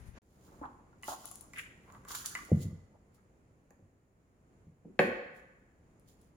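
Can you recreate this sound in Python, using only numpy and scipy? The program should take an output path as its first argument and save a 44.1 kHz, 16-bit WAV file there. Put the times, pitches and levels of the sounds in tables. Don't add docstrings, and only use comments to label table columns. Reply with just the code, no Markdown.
import sys
import numpy as np
from scipy import signal
from scipy.fft import rfft, irfft, next_fast_len
from scipy.io import wavfile
from scipy.ndimage import uniform_filter1d

SR = 44100
rng = np.random.default_rng(int(sys.argv[2]) if len(sys.argv) > 2 else 0)


def to_linear_factor(level_db):
    exponent = np.asarray(level_db, float) / 20
    return 10 ** exponent


def store_wav(level_fs):
    pcm = np.round(np.clip(np.atleast_2d(level_fs), -1, 1) * 32767)
    wavfile.write(sys.argv[1], SR, pcm.T.astype(np.int16))


N = 280547
TIME = np.arange(N) / SR
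SIZE = next_fast_len(N)
HZ = np.maximum(np.fft.rfftfreq(SIZE, 1 / SR), 1)


def on_log(points, hz):
    point_hz, value = np.transpose(points)
    return np.interp(np.log(hz), np.log(point_hz), value)


def colour(x, points):
    y = irfft(rfft(x, SIZE) * to_linear_factor(on_log(points, HZ)), SIZE)[..., :N]
    return y / np.sqrt(np.mean(y ** 2))


def diffuse():
    port_gap_m, likeness, sound_m_per_s = 0.16, 0.95, 343
    a, b = rfft(rng.standard_normal((2, SIZE)))
    like = likeness * np.sinc(2 * HZ * port_gap_m / sound_m_per_s)
    mid = a * np.sqrt((1 + like) / 2)
    side = b * np.sqrt((1 - like) / 2)
    return irfft([mid + side, mid - side], SIZE)[:, :N]


def curve(table, column):
    s, db = np.transpose(table)[[0, column]]
    return to_linear_factor(np.interp(TIME, s, db, left=-200, right=-200))


def walk(rate):
    k = int(SR / rate)
    steps = np.repeat(rng.standard_normal(N // k + 1), k)
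    return 1.3 * uniform_filter1d(uniform_filter1d(steps, k), k)[:N]


def stroke(s, db, swell_s, fade_s):
    return to_linear_factor(db - 20 * np.maximum((s - TIME) / swell_s, (TIME - s) / fade_s))


def add(out, s, sound, lag=0, pan_db=0):
    for port, sign in enumerate((1, -1)):
        i = int(s * SR + sign * lag / 2)
        out[port, i:i + len(sound)] += (sound * to_linear_factor(sign * pan_db / 2))[:N - i]


def struck(blows, modes, crack_db, spot_db, focus_db, contact_cycles, rattle_ms, rattle_db, lag, lag_per_s=0):
    out, t = np.zeros((2, N)), TIME[:SR // 3]
    hz, db, t60 = np.transpose(modes)[:, :, None]
    ring_s = np.minimum(np.minimum(t60, 0.25), 100 / hz)
    sign = (-1) ** np.arange(len(modes))[:, None]
    spot = rng.standard_normal((len(blows), len(modes), 1))
    rattle = rng.standard_normal((len(blows), SR // 10)) ** 3 / 8
    rattle_fade = np.exp(-t[:SR // 10] * 1000 / rattle_ms) / np.sqrt(rattle_ms * 10)
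    for (s, peak_db, focus_hz), where, hits in zip(blows, spot, rattle):
        start_db = db + spot_db * where - focus_db * np.abs(np.log2(hz / focus_hz))
        ring = sign * to_linear_factor(start_db - 60 * t / ring_s) * np.sin(2 * np.pi * hz * t)
        pushes = to_linear_factor(rattle_db) * hits * rattle_fade
        pushes[0] = 1
        contact = np.exp(-.5 * (t[:SR // 50] * 4 * focus_hz / contact_cycles - 4.5) ** 2)
        force = np.convolve(pushes, contact)
        sound = signal.fftconvolve(ring.sum(axis=0), force)
        crack = np.diff(force)
        sound[:len(crack)] += crack * to_linear_factor(crack_db) * np.abs(sound).max() / np.abs(crack).max()
        sound = to_linear_factor(peak_db) * sound / np.abs(sound).max()
        add(out, s, sound, lag + lag_per_s * (s - blows[0][0]))
    return out


def tub():
    # start in seconds, peak level in dB, favoured pitch in Hz.
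    blows = [(2.516, -13.5, 300), (2.652, -29, 170), (2.725, -36, 160), (3.82, -51.5, 118),
             (4.666, -46, 205)]
    # pitch in Hz, level in dB, longest time to fall 60 dB in seconds.
    modes = [(61, -22.5, .15), (96, 4, 0.17), (141, -2, 0.25), (167.7, 0, 0.11), (214.6, -1, 0.17),
             (300, -20.5, .07), (376, -18, 0.048), (507, -3, 0.066), (680, -8, .04)]
    return struck(blows, modes, crack_db=-4.0, spot_db=0.5, focus_db=5.5, contact_cycles=.7,
                  rattle_ms=.15, rattle_db=-6, lag=3)


def box():
    # start in seconds, peak level in dB, favoured pitch in Hz.
    blows = [(3.706, -57, 800), (3.79, -57, 330), (4.848, -43, 190), (4.991, -11, 1100)]
    # pitch in Hz, level in dB, longest time to fall 60 dB in seconds.
    modes = [(109.4, -18, 0.088), (185, -7, 0.07), (235, -4, 0.057), (297.6, -10, 0.064),
             (375.7, -9, 0.063), (495, -1, 0.05), (557.3, -3.5, 0.058), (733, -15, 0.058),
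             (866, -17, 0.052), (1080, -17, .03), (1255, -13, 0.025), (1500, -11, 0.025), (1750, 1, 0.021),
             (1980, -2, 0.018), (2210, -2, 0.02), (2530, 1, .015), (2800, -3, 0.014), (3182, -7, 0.012),
             (4250, -1, 0.021)]
    return struck(blows, modes, crack_db=-9.5, spot_db=1.1, focus_db=3.5, contact_cycles=.33,
                  rattle_ms=3., rattle_db=-15, lag=-3)


def lid():
    # start in seconds, peak level in dB, favoured pitch in Hz.
    blows = [(0.521, -52, 711), (0.614, -36, 420), (0.655, -39, 1000), (0.699, -53.5, 748),
             (0.929, -57, 1490), (1.081, -27.5, 600), (1.128, -38, 1400), (1.244, -44, 890),
             (1.313, -49, 864)]
    # pitch in Hz, level in dB, longest time to fall 60 dB in seconds.
    modes = [(284, 0, 0.085), (560, -5.5, 0.037), (713, -5, 0.049), (874, 2, 0.046), (1090, -4, 0.09),
             (1180, -2, 0.031), (1400, 0, 0.058), (1700, -21, .03)]
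    return struck(blows, modes, crack_db=-12, spot_db=4.5, focus_db=2.5, contact_cycles=.36,
                  rattle_ms=13., rattle_db=0, lag=-15, lag_per_s=15)


def tray():
    # start in seconds, peak level in dB, favoured pitch in Hz.
    blows = [(1.0331, -38, 2110), (1.5349, -40, 2050), (1.58, -51, 2040), (1.9011, -48, 1100),
             (1.949, -47, 1010), (2.0507, -46, 1040), (2.1064, -39, 1240), (2.149, -37, 1410),
             (2.3516, -27, 1990), (2.3875, -39, 1220)]
    # pitch in Hz, level in dB, longest time to fall 60 dB in seconds.
    modes = [(380, -11.5, 0.036), (1090, -1, 0.027), (1187, -5.5, .06), (1433, -3.5, 0.028),
             (1720, -12, 0.088), (1997, -6.5, 0.041), (2290, -4, .03), (2513, -7, 0.025), (2930, -6, 0.034)]
    return struck(blows, modes, crack_db=-6, spot_db=5, focus_db=13.0, contact_cycles=.3,
                  rattle_ms=4.5, rattle_db=-6, lag=3)


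def rim_snaps():
    # start in seconds, relative level in dB, left minus right in dB.
    snaps = [(1.026, -41.5, 4), (1.042, -39, 11), (1.2381, -49, 4), (1.2559, -29, 8.5), (1.2785, -38, 1.5),
             (1.314, -35, 15), (1.3443, -46, 5.5), (1.3566, -34, 8), (1.4099, -35, 12.5),
             (1.5349, -48.5, -9), (1.5723, -46, 5), (1.585, -33, 5.5), (1.923, -53, -18),
             (2.0507, -48.5, -6), (2.085, -36, -4.5), (2.152, -22.5, -2.5), (2.2597, -18, -4),
             (2.3511, -40.5, -4), (2.4503, -41, -10), (3.1457, -56, 8), (3.706, -52.5, -7),
             (4.9911, -38, -7), (5.3657, -57.5, -1), (5.997, -57, 9), (6.2143, -56.5, 5.5)]
    ring_hz, tail_ms, tail_db, trim_db = 8000., 1.2, -8, -4
    out, t = np.zeros((2, N)), TIME[:SR // 50]
    fizz = rng.standard_normal((len(snaps), len(t))) * to_linear_factor(tail_db) * np.exp(-t * 1000 / tail_ms)
    fizz[:, 0] = 1.4
    band = signal.butter(1, [ring_hz / 1.6, ring_hz * 1.8], "bandpass", fs=SR, output="sos")
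    for (s, db, pan_db), sound in zip(snaps, signal.sosfilt(band, fizz)):
        add(out, s, to_linear_factor(db + trim_db) * sound, 0, pan_db)
    return out


def rubbing():
    # loudest moment in seconds, relative level in dB, seconds to swell 20 dB, seconds to fade 20 dB.
    strokes = [(0.47, -67, .29, .27), (1.04, -56, .012, .2), (1.095, -40.5, .035, .06),
               (1.26, -53, .15, .17), (1.54, -57.5, .015, .05), (1.59, -51, .04, .06),
               (1.94, -70, .25, .16), (2.088, -47, .008, .06), (2.118, -39, .03, .03),
               (2.15, -40, .012, .15), (2.26, -35, .012, .015), (2.28, -50, .02, .27),
               (2.63, -51.5, .05, .05), (3.15, -71, .03, .065), (4.996, -46, .003, .09),
               (5.366, -69, .03, .08), (6.086, -67, .037, .12), (6.218, -70.5, .023, .09)]
    # frequency in Hz, relative level in dB per Hz.
    spectrum = [(1500, -27), (3000, 2.5), (5000, 2), (8000, -6.5), (12000, -4), (16000, -2.5)]
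    grain_db, flicker_db, crackles_per_s, crackle_db, trim_db = 3.5, 2.5, 120., 17., -6
    slips = diffuse()
    grain = np.minimum(rng.exponential(size=N), 6)
    slips = slips / slips.std() * to_linear_factor(grain_db * grain + flicker_db * walk(33))
    chance, size = rng.random((2, N))
    slips = slips + (chance < crackles_per_s / SR) * to_linear_factor(crackle_db) * (1 + 2 * size ** 2)
    return colour(slips, spectrum) * sum(stroke(*row) for row in strokes) * to_linear_factor(trim_db)


def scraping():
    # loudest moment in seconds, relative level in dB, seconds to swell 20 dB,
    # seconds to fade 20 dB, pitch in Hz.
    drags = [(0.66, -45, .14, .09, 1000), (1.04, -54, .024, .2, 1100), (1.095, -35, .012, .07, 920),
             (1.44, -65, .3, .1, 970), (1.56, -48, .02, .2, 2050), (1.97, -53, .17, .057, 1040),
             (2.11, -50, .015, .07, 380), (2.12, -39, .05, .1, 1310), (2.31, -44, .1, .04, 1400),
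             (2.36, -42, .007, .09, 1400), (2.41, -48, .02, .12, 260), (2.53, -42, .042, .041, 576),
             (2.65, -64.5, .05, .12, 1050), (2.96, -69.5, .11, .02, 700), (3.15, -72, .02, .12, 1300),
             (3.71, -64, .017, .045, 750), (4.87, -54, .015, .16, 290)]
    grain_db, stutter_db, width_octaves, trim_db = 3.0, 6.0, 0.36, -6
    grain = np.minimum(rng.exponential(size=N), 6)
    slips = rfft(diffuse() * to_linear_factor(grain_db * grain + stutter_db * walk(70)), SIZE)
    grips = np.array([stroke(*row[:4]) for row in drags])
    pitch = np.log2([row[-1] for row in drags])
    out = 0
    for octave in np.arange(8, 12, .5):
        band = irfft(slips * np.exp(-8 * (np.log2(HZ) - octave) ** 2), SIZE)[:, :N]
        gain = np.exp(-.5 * ((octave - pitch) / width_octaves) ** 2) @ grips
        out = out + band / band.std() * gain
    return out * to_linear_factor(trim_db)


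def room(dry):
    # frequency in Hz, time to fall 60 dB in seconds.
    ring_times = [(60, .8), (200, 0.6), (600, 0.78), (2000, 1.08), (4000, 0.68), (8000, 0.92),
                  (14000, 0.22)]
    onset_s, early_db, early_s = 0.0016, 7.5, 0.024
    noise, tail, t = rfft(diffuse()), 0, TIME[:SR]
    octaves = np.log2(np.fft.rfftfreq(N, 1 / SR) + 1)
    for octave in np.arange(5.5, 14.5):
        window = np.cos(np.pi / 2 * np.clip(octaves - octave, -1, 1)) ** 2
        band = irfft(noise * window, N)[:, :SR]
        tail = tail + band * to_linear_factor(-60 * t / on_log(ring_times, 2 ** octave))
    tail = tail * np.clip(t / onset_s, 0, 1) ** 2 * to_linear_factor(early_db * np.exp(-t / early_s))
    tail = tail / np.sqrt(np.mean(np.sum(tail ** 2, axis=1)))
    return signal.fftconvolve(dry.mean(axis=0, keepdims=True), tail, axes=1)[:, :N]


def room_tone():
    # time in seconds, level in dB.
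    levels = [(.21, -67), (.4, -60), (.9, -61), (1.5, -62), (2.2, -59.5), (3, -67), (3.7, -67), (4.3, -68),
              (4.9, -63.5), (5.6, -64.5), (6.36, -64.5)]
    # frequency in Hz, relative level in dB per Hz.
    spectrum = [(15, -24.5), (30, -11), (63, -6.5), (200, -10), (450, -17), (850, -25), (2200, -33.5),
                (3500, -46), (7000, -50), (16000, -65)]
    return colour(diffuse(), spectrum) * curve(levels, 1) * to_linear_factor(1.8 * walk(6))


def outdoors():
    # time in seconds, wind rumble level in dB, distant wash level in dB.
    levels = [(0.0, -51, -63), (0.046, -56, -64), (0.08, -47.5, -63), (0.13, -59.5, -69), (0.18, -60, -55),
              (0.19, -66, -64)]
    # frequency in Hz, relative level in dB per Hz.
    rumble_colour = [(15, -20.5), (40, -1), (120, -5.5), (250, -24.5), (500, -54)]
    wash_colour = [(120, -36), (200, -7), (237, -9), (866, -17), (2060, -18), (3350, -30.5), (6000, -35),
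                   (7800, -46), (13200, -120)]
    pan = to_linear_factor(np.array([[10], [-10]]) / 2)
    wind = colour(diffuse(), rumble_colour) * pan * curve(levels, 1)
    wash = colour(diffuse(), wash_colour) * curve(levels, 2)
    return wind + wash


def scene():
    near = [(tub(), -11), (box(), 0), (lid(), -6), (tray(), -4),
            (rim_snaps(), -3), (rubbing(), -6), (scraping(), -7)]
    near_sound = sum(sound for sound, _ in near)
    echo = room(sum(sound * to_linear_factor(echo_db) for sound, echo_db in near))
    low_cut = signal.butter(2, 45, "highpass", fs=SR, output="sos")
    thinned = signal.sosfilt(low_cut, near_sound + echo)
    return thinned + room_tone() + outdoors()


def port_colour(x, cavities):
    for hz, width, db in cavities:
        w, g = 2 * np.pi * hz / SR, to_linear_factor(db / 2)
        q = np.sin(w) * width / hz / 2
        x = signal.lfilter([1 + q * g, -2 * np.cos(w), 1 - q * g], [1 + q / g, -2 * np.cos(w), 1 - q / g], x)
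    return x


def top_cut(x):
    return signal.sosfilt(signal.butter(12, 16650, fs=SR, output="sos"), x)


def record(dry):
    # centre in Hz, width in Hz, gain in dB.
    left_port = [(7340, 400, -20), (9775, 3500, 15.5), (13200, 1500, 5), (15500, 1300, -17.5)]
    right_port = [(7030, 2070, 19), (10400, 1500, -28), (12700, 1800, 9), (15300, 1500, 12.5)]
    silence = .186, .219
    x = np.array([port_colour(dry[0], left_port), port_colour(dry[1], right_port)])
    x = x + to_linear_factor(-92) * rng.standard_normal(x.shape)
    x = x * ((TIME < silence[0]) | (TIME > silence[1]))
    return top_cut(x)


dry = scene()
out = record(dry)
store_wav(out)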